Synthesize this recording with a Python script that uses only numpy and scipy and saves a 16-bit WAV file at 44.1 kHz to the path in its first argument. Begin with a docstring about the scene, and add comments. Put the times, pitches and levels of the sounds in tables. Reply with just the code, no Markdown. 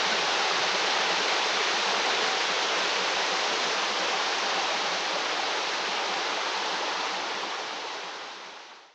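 """A small forest stream rushes down a stepped cascade in steady flow.
From the start, countless bubbles merge into a rush; single bubbles, spray and booming hollows stand out a little.
Air pockets gulp and gurgle, lumps of water slop down, a cavity rings, and the rush swells now and then.
From 1.6 s to 7.5 s a microphone turns slowly away, which shades the treble and makes the water quieter.
From about 7 s the sound fades, ending just short of silence; both channels are the same."""
import sys
import numpy as np
from scipy import signal
from scipy.fft import rfft, irfft, next_fast_len
from scipy.io import wavfile

SR = 44100
rng = np.random.default_rng(int(sys.argv[2]) if len(sys.argv) > 2 else 0)


def dump(signal):
    """Clip the signal to [-1, 1] and save it as 16-bit WAV at the path in sys.argv[1]."""
    limited = np.clip(np.atleast_2d(signal).T, -1, 1)
    pcm = np.round(limited * 32767).astype(np.int16)
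    wavfile.write(sys.argv[1], SR, pcm)


N = 394254
TIME = np.arange(N) / SR
FFT_SIZE = 2 * next_fast_len(N // 2 + 1)
FREQS = np.fft.rfftfreq(FFT_SIZE, 1 / SR)
LOG_FREQS = np.log(FREQS + 1e-9)  # the tiny offset avoids log(0)


def from_db(db):
    """Turn decibels into a gain."""
    return np.exp(np.asarray(db) * (np.log(10) / 20))


def rms_one(x):
    """Scale a sound to an rms of 1."""
    return x / np.sqrt(np.mean(x ** 2) + 1e-20)


def gain_at(points):
    """Gain of a (frequency [Hz], level [dB]) table at every frequency, joined on a log-frequency axis."""
    table = np.array(points)
    return from_db(np.interp(LOG_FREQS, np.log(table[:, 0]), table[:, 1]))


def colour(x, points):
    """Make some frequencies of a sound louder or softer, following a (frequency [Hz], level [dB]) table."""
    return irfft(rfft(x, FFT_SIZE) * gain_at(points))[:N]


def band(x, low_hz, high_hz):
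    """Pick out the part of a sound between two frequencies, with sloping edges."""
    return colour(x, [(low_hz / 2 ** .25, -30), (low_hz, 0), (high_hz, 0), (high_hz * 2 ** .5, -30)])


def butter(x, hz, kind, order=2):
    """Butterworth filter: keep one side of a frequency, or the band between two."""
    sections = signal.butter(order, np.clip(hz, 10, .45 * SR), kind, fs=SR, output="sos")
    return signal.sosfilt(sections, x)


def drift(rate):
    """A wandering random curve with rms 1, changing about rate times a second."""
    # Smoothed noise at a twentieth of the sample rate; the filter's first 4000 values are left out.
    r = np.exp(-40 * np.pi * rate / SR)
    noise = rng.standard_normal(N // 20 + 4002)
    slow = signal.lfilter([1], [1, -2 * r, r * r], noise)[4000:]
    return np.interp(np.arange(N) / 20, np.arange(len(slow)), rms_one(slow))


def resonate(x, hz, width_hz):
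    """Ring at one pitch, with gain 1 at the top of the resonance; a narrow one rings longer."""
    r = np.exp(-np.pi * width_hz / SR)
    feed = np.array([1, 0, -1]) * (1 - r * r) / 2
    feedback = [1, -2 * r * np.cos(2 * np.pi * hz / SR), r * r]
    return signal.lfilter(feed, feedback, x + 1e-18)


def impacts(per_s, spread_db):
    """Clicks at random moments, many small and a few large."""
    sizes = from_db(spread_db * np.minimum(rng.exponential(1, N), 4))
    return sizes * rng.choice([-1, 1], N) * (rng.random(N) < per_s / SR)


def moments(per_s):
    """Irregular moments: one at a random place in each stretch of 1 / per_s seconds."""
    stretches = np.arange(int(np.ceil(N / SR * per_s)))
    return (stretches + rng.random(N)[stretches]) / per_s


def scatter(mean, spread, count):
    """Chance values around a mean, one for each event."""
    return mean + spread * rng.standard_normal(N)[:count]


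def add(out, sound, s):
    """Mix a short sound in, starting at time s."""
    start = int(np.clip(s * SR, 0, N - 1))
    out[start:start + len(sound)] += sound[:N - start]


def pocket(hz, swell_s, phase):
    """An air pocket swells into a soft tone, rises a little in pitch and dies away."""
    t = TIME[:int(6 * swell_s * SR)] - 3 * swell_s  # 0 at the loudest moment
    return np.exp(-(t / swell_s) ** 2) * np.sin(2 * np.pi * (hz * t * (1 + t / 10) + phase))


def play_pockets(pockets, swell_s):
    """Sound a list of pockets, each starting three swell times before its loudest moment."""
    out = np.zeros(N)
    for (s, hz, db), phase in zip(pockets, rng.random(N)):
        add(out, from_db(db) * pocket(hz, swell_s, phase), s - 3 * swell_s)
    return out


# Tone of the merged bubbles, as relative strength:
# (frequency [Hz], level per Hz [dB])
RUSH_TONE = [(25, -46.5), (60, -36), (135, -21), (225, -12.5), (270, -10.5), (305, -5.5), (430, -0.84),
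             (570, -1), (630, -0.8), (705, -0.5), (750, 0.3), (800, 2.3), (1100, 0.5), (1900, -2),
             (3000, -2.5), (4100, -3.5), (4800, -7), (5800, -8.5), (9000, -14.5)]


def rush(surge, surge_db, flicker_db, flicker_rate, count=11):
    """Countless bubbles merge into noise; each size class flickers on its own and all share the surge."""
    cloud = rfft(rng.standard_normal(FFT_SIZE)) * gain_at(RUSH_TONE)
    # Bubble size sets pitch, so each class is one slice of frequencies.
    size_class = np.digitize(FREQS, np.geomspace(250, 7500, count - 1))
    out = np.zeros(N)
    for k in range(count):
        slice_sound = irfft(cloud * (size_class == k))[:N]
        out += slice_sound * from_db(flicker_db * drift(flicker_rate))
    return rms_one(out * from_db(surge_db * surge))


def bubble(hz, t60, rise):
    """One bubble: a dying sine that rises in pitch as it nears the surface, down 60 dB after t60 seconds."""
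    t = TIME[:int(t60 * SR)]
    return from_db(-60 * t / t60) * np.sin(2 * np.pi * hz * t * (1 + rise * t / t60))


def bubbles(low_hz, high_hz, cycles, rise, spread_db, count=6000):
    """Single bubbles of all sizes; small ones sound higher and last more cycles."""
    out = np.zeros(N)
    for when, size, depth, life, luck in rng.random((count, 5)):
        hz = low_hz * (high_hz / low_hz) ** size
        smallness = np.sqrt(hz / low_hz)
        # Most bubbles are soft; a lucky few are loud.
        loudness = from_db(spread_db * min(-np.log(luck + 1e-9), 4)) * np.sqrt(smallness)
        t60 = cycles * (.5 + life) * smallness / hz
        add(out, loudness * bubble(hz, t60, rise * depth), when * N / SR)
    return rms_one(butter(out, low_hz / 2 ** .5, "high", order=4))


def spray(surge, drops_per_s, clump_db, spread_db, low_hz):
    """Flung drops patter on wet rock as bright clicks, in clumps that follow the surge."""
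    drops = impacts(drops_per_s * from_db(clump_db * surge), spread_db)
    return rms_one(butter(drops, low_hz, "high"))


# Hollows under the steps, levels before later shaping:
# (pitch [Hz], width [Hz], level [dB], knocks per second [1/s])
HOLLOWS = [(188, 26, -57.5, 22), (447, 100, -47.5, 80), (758, 16, -47, 90), (800, 50, -46.5, 99),
           (880, 130, -46, 140)]


def pools(spread_db):
    """Falling water drives air under, and its random knocks boom at the pitch of each hollow."""
    out = np.zeros(N)
    for hz, width_hz, db, per_s in HOLLOWS:
        boom = resonate(impacts(per_s, spread_db), hz, width_hz)
        boom = resonate(boom, hz, 4 * width_hz)  # a second, wider pass dulls the sides
        out += from_db(db) * rms_one(boom)
    return out


# Swells, when more water tumbles over the steps:
# (time [s], half length [s], rise above the lull [dB])
WATER_SWELLS = [(1.1, 0.06, 1), (1.95, 0.13, 1), (4.2, 0.14, 1), (4.67, 0.19, 1.4), (5.458, .08, 0.5),
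                (6.1, 0.097, 1), (6.952, .14, 0.8), (7.75, 0.3, 0.5)]
LULL_DB = -.5  # between the swells


def swell(water, low_hz, high_hz):
    """The middle of the water sound grows louder while more water tumbles down."""
    swell_db = LULL_DB + sum(db * np.exp(-((TIME - s) / half_s) ** 2) for s, half_s, db in WATER_SWELLS)
    return water + band(water, low_hz, high_hz) * (from_db(swell_db) - 1)


# Moments when the rumble dips briefly: (time [s])
RUMBLE_DIPS = [.26, .49, 1.835, 2.44, 3.44, 6.52]
DIP_DB, DIP_HALF_S = -6.5, 0.027


def heave(water, below_hz, depth_db, rate):
    """The low rumble sinks and rises irregularly, and now and then dips briefly."""
    low = colour(water, [(below_hz, 0), (below_hz * 2 ** .5, -30)])
    dips_db = DIP_DB * sum(np.exp(-((TIME - s) / DIP_HALF_S) ** 2) for s in RUMBLE_DIPS)
    return water + low * (from_db(dips_db + depth_db * drift(rate)) - 1)


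def flicker_top(x, from_hz, depth_db, rate):
    """The highest treble flickers quickly in level."""
    top = colour(x, [(from_hz / 2 ** .25, -40), (from_hz, 0)])
    return x + top * (from_db(depth_db * drift(rate)) - 1)


# Air pockets placed by hand, loud and soft, levels before the microphone:
# (loudest time [s], pitch [Hz], peak level [dB])
PLACED_GULPS = [(.07, 193, -45), (.134, 215, -40), (.203, 178, -46), (.54, 188, -44), (.618, 133, -49),
                (.665, 186, -45), (.743, 188, -41), (.85, 188, -47), (1.08, 186, -46), (1.144, 175, -45),
                (1.196, 193, -45.5), (1.562, 192, -46), (1.892, 193, -43), (1.98, 202, -44),
                (2.27, 188, -51), (2.508, 193, -46), (2.68, 188, -51), (2.84, 188, -52), (3.001, 188, -43),
                (3.22, 188, -52), (3.651, 235, -43), (3.669, 176, -42.5), (3.791, 195, -44),
                (3.837, 199, -44), (3.924, 210, -44), (4.017, 188, -42), (4.447, 198, -43),
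                (4.569, 185, -40), (4.75, 188, -51), (4.841, 209, -43), (4.946, 184, -41.5),
                (5.06, 188, -49), (5.904, 190, -43), (6.107, 188, -42), (6.19, 188, -49), (6.734, 182, -42),
                (7.361, 195, -40), (7.465, 204, -41), (8.063, 177, -40), (8.464, 197, -42)]
# More pockets come at random.
GULPS_PER_S, GULP_HZ, GULP_SPREAD_OCTAVES, GULP_DB, GULP_SPREAD_DB = 2.5, 188, 0.12, -48.5, 1.5


def gulps(swell_s):
    """Big air pockets boom as low, soft tones in the plunge pool."""
    times = moments(GULPS_PER_S)
    pitches = GULP_HZ * 2 ** scatter(0, GULP_SPREAD_OCTAVES, len(times))
    levels = scatter(GULP_DB, GULP_SPREAD_DB, len(times))
    return play_pockets([*PLACED_GULPS, *zip(times, pitches, levels)], swell_s)


# Clearest gurgles of single large bubbles, levels before the microphone:
# (loudest time [s], pitch [Hz], peak level [dB])
CLEAR_GURGLES = [(.128, 1510, -25), (.23, 399, -35), (.345, 785, -25), (.409, 1410, -26), (.417, 426, -30),
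                 (.427, 1302, -26), (.511, 1230, -27), (.639, 624, -31), (.696, 430, -32), (.76, 610, -26),
                 (.845, 470, -28), (.969, 1260, -32), (1.1, 438, -29), (1.106, 645, -26),
                 (1.216, 425, -30.5), (1.366, 425, -33), (1.458, 411, -35), (1.613, 416, -30),
                 (1.937, 440, -31), (2.104, 1510, -30), (2.566, 464, -28.5), (4.023, 585, -28.5),
                 (4.27, 1350, -31.5), (5.164, 583, -27), (6.835, 850, -26), (7.436, 980.4, -30),
                 (7.529, 1162, -28), (7.848, 448, -26), (8.722, 990, -27)]


def gurgles(swell_s):
    """Smaller air pockets break loose and sound as brief tones over the rush."""
    return play_pockets(CLEAR_GURGLES, swell_s)


# Heaviest slops of water on the rocks, levels before the microphone:
# (loudest time [s], level [dB])
HEAVY_SLOPS = [(1.335, -27), (3.347, -27), (4.553, -35), (6.838, -35), (7.438, -33), (8.722, -29)]
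# Lighter slops come at random; all are equally brief.
SLOPS_PER_S, SLOP_DB, SLOP_SPREAD_DB, SLOP_HALF_S = 1.5, -39, 1, 0.009


def slops(low_hz, high_hz):
    """A lump of water lands and sheds a brief swarm of middle-sized bubbles, made of filtered clicks."""
    times = moments(SLOPS_PER_S)
    lumps = [*HEAVY_SLOPS, *zip(times, scatter(SLOP_DB, SLOP_SPREAD_DB, len(times)))]
    swarm = rms_one(butter(impacts(5000, 0.93), [low_hz, high_hz], "band", order=3))
    bursts = sum(from_db(db) * np.exp(-((TIME - s) / SLOP_HALF_S) ** 2) for s, db in lumps)
    return swarm * bursts


# A narrow cavity between the rocks rings out, levels before the microphone:
# (loudest time [s], peak level [dB])
CAVITY_RINGS = [(.461, -40), (.649, -38), (.916, -37), (2.076, -33.5), (2.27, -32), (2.35, -39),
                (3.351, -30), (3.551, -34), (4.139, -37), (4.532, -33), (4.648, -34), (5.441, -33)]
CAVITY_HZ = 763  # at the loudest moment


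def cavity(swell_s):
    """The flow sets a narrow cavity between the rocks ringing, always around the same pitch, rising slightly."""
    return play_pockets([(s, CAVITY_HZ, db) for s, db in CAVITY_RINGS], swell_s)


# Change in tone with the microphone turned away:
# (frequency [Hz], level [dB])
TURNED_TONE = [(90, 2), (170, -4), (300, 0.5), (520, -1), (760, -0.5), (880, 0.5), (1800, -2.36),
               (3300, -3), (5000, -2.5), (8000, -3.5)]
TURN_START_S, TURN_END_S, TURN_LOSS_DB = 1.6, 7.53, -2.5
# The treble brightens once on the way.
GLINT_S, GLINT_HALF_S, GLINT_LOW_HZ, GLINT_HIGH_HZ, GLINT_DB = 3.7, 0.92, 5170, 7000, 1.6
# A faint, dull reflection from close by; these two times are its delays.
ECHO_FACING_S, ECHO_TURNED_S, ECHO_DB, ECHO_LOW_HZ, ECHO_HIGH_HZ = .0023, 0.0009, -24.5, 250, 1100


def turn_away(water):
    """The microphone's body shades short waves as it turns, and a near reflection's delay shortens."""
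    # 0 is facing the stream, 1 is turned away; the pace is even.
    away = np.clip((TIME - TURN_START_S) / (TURN_END_S - TURN_START_S), 0, 1)
    lag_s = ECHO_FACING_S + (ECHO_TURNED_S - ECHO_FACING_S) * away
    echo = np.interp(TIME - lag_s, TIME, band(water, ECHO_LOW_HZ, ECHO_HIGH_HZ))
    glint_db = GLINT_DB * np.exp(-((TIME - GLINT_S) / GLINT_HALF_S) ** 2)
    glint = band(water, GLINT_LOW_HZ, GLINT_HIGH_HZ) * (from_db(glint_db) - 1)
    facing = water + glint + from_db(ECHO_DB) * echo
    blend = (1 - away) * facing + away * colour(facing, TURNED_TONE)
    return from_db(TURN_LOSS_DB * away) * blend


# Levels before the water is shaped further
RUSH_DB, BUBBLES_DB, SPRAY_DB = -25.5, -39.5, -40


def scene():
    """Mix the cascade, with surges shared by rush and spray, and hear it through the turning microphone."""
    surge = drift(22)
    water = from_db(RUSH_DB) * rush(surge, surge_db=0.12, flicker_db=0.5, flicker_rate=16)
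    water += from_db(BUBBLES_DB) * bubbles(low_hz=359.5, high_hz=6140, cycles=19.6, rise=0.17, spread_db=3.5)
    water += from_db(SPRAY_DB) * spray(surge, drops_per_s=1200, clump_db=3.5, spread_db=1.5, low_hz=2000)
    water += pools(spread_db=2.0)
    water = swell(water, low_hz=740, high_hz=1260)
    water = heave(water, below_hz=280, depth_db=1.5, rate=11)
    water += gulps(swell_s=0.022)
    water += gurgles(swell_s=0.0065)
    water += slops(low_hz=705, high_hz=1330)
    water += cavity(swell_s=0.043)
    heard = flicker_top(turn_away(water), from_hz=6900, depth_db=1.2, rate=130)
    return np.array([heard, heard])


# Overall treble tone, falling steeply to 9900 Hz, above which the faint hiss rises a little:
# (frequency [Hz], level [dB])
TREBLE_TONE = [(5000, 0), (6100, -1.5), (6900, -7), (7800, -17), (8700, -24.5), (9400, -35.5), (9900, -49),
               (15000, -39.5)]
FADE_START_S, FADE_END_S = 7.01, 9.01
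CUTOFF_HZ = 15400


def record(dry):
    """A dull treble, a straight fade-out and a steep top cut."""
    fade = np.clip((FADE_END_S - TIME) / (FADE_END_S - FADE_START_S), 0, 1)
    sound = np.array([colour(channel, TREBLE_TONE) for channel in dry]) * fade
    top_cut = signal.ellip(10, .1, 70, CUTOFF_HZ, fs=SR, output="sos")
    return signal.sosfilt(top_cut, sound)


dry = scene()
out = record(dry)
dump(out)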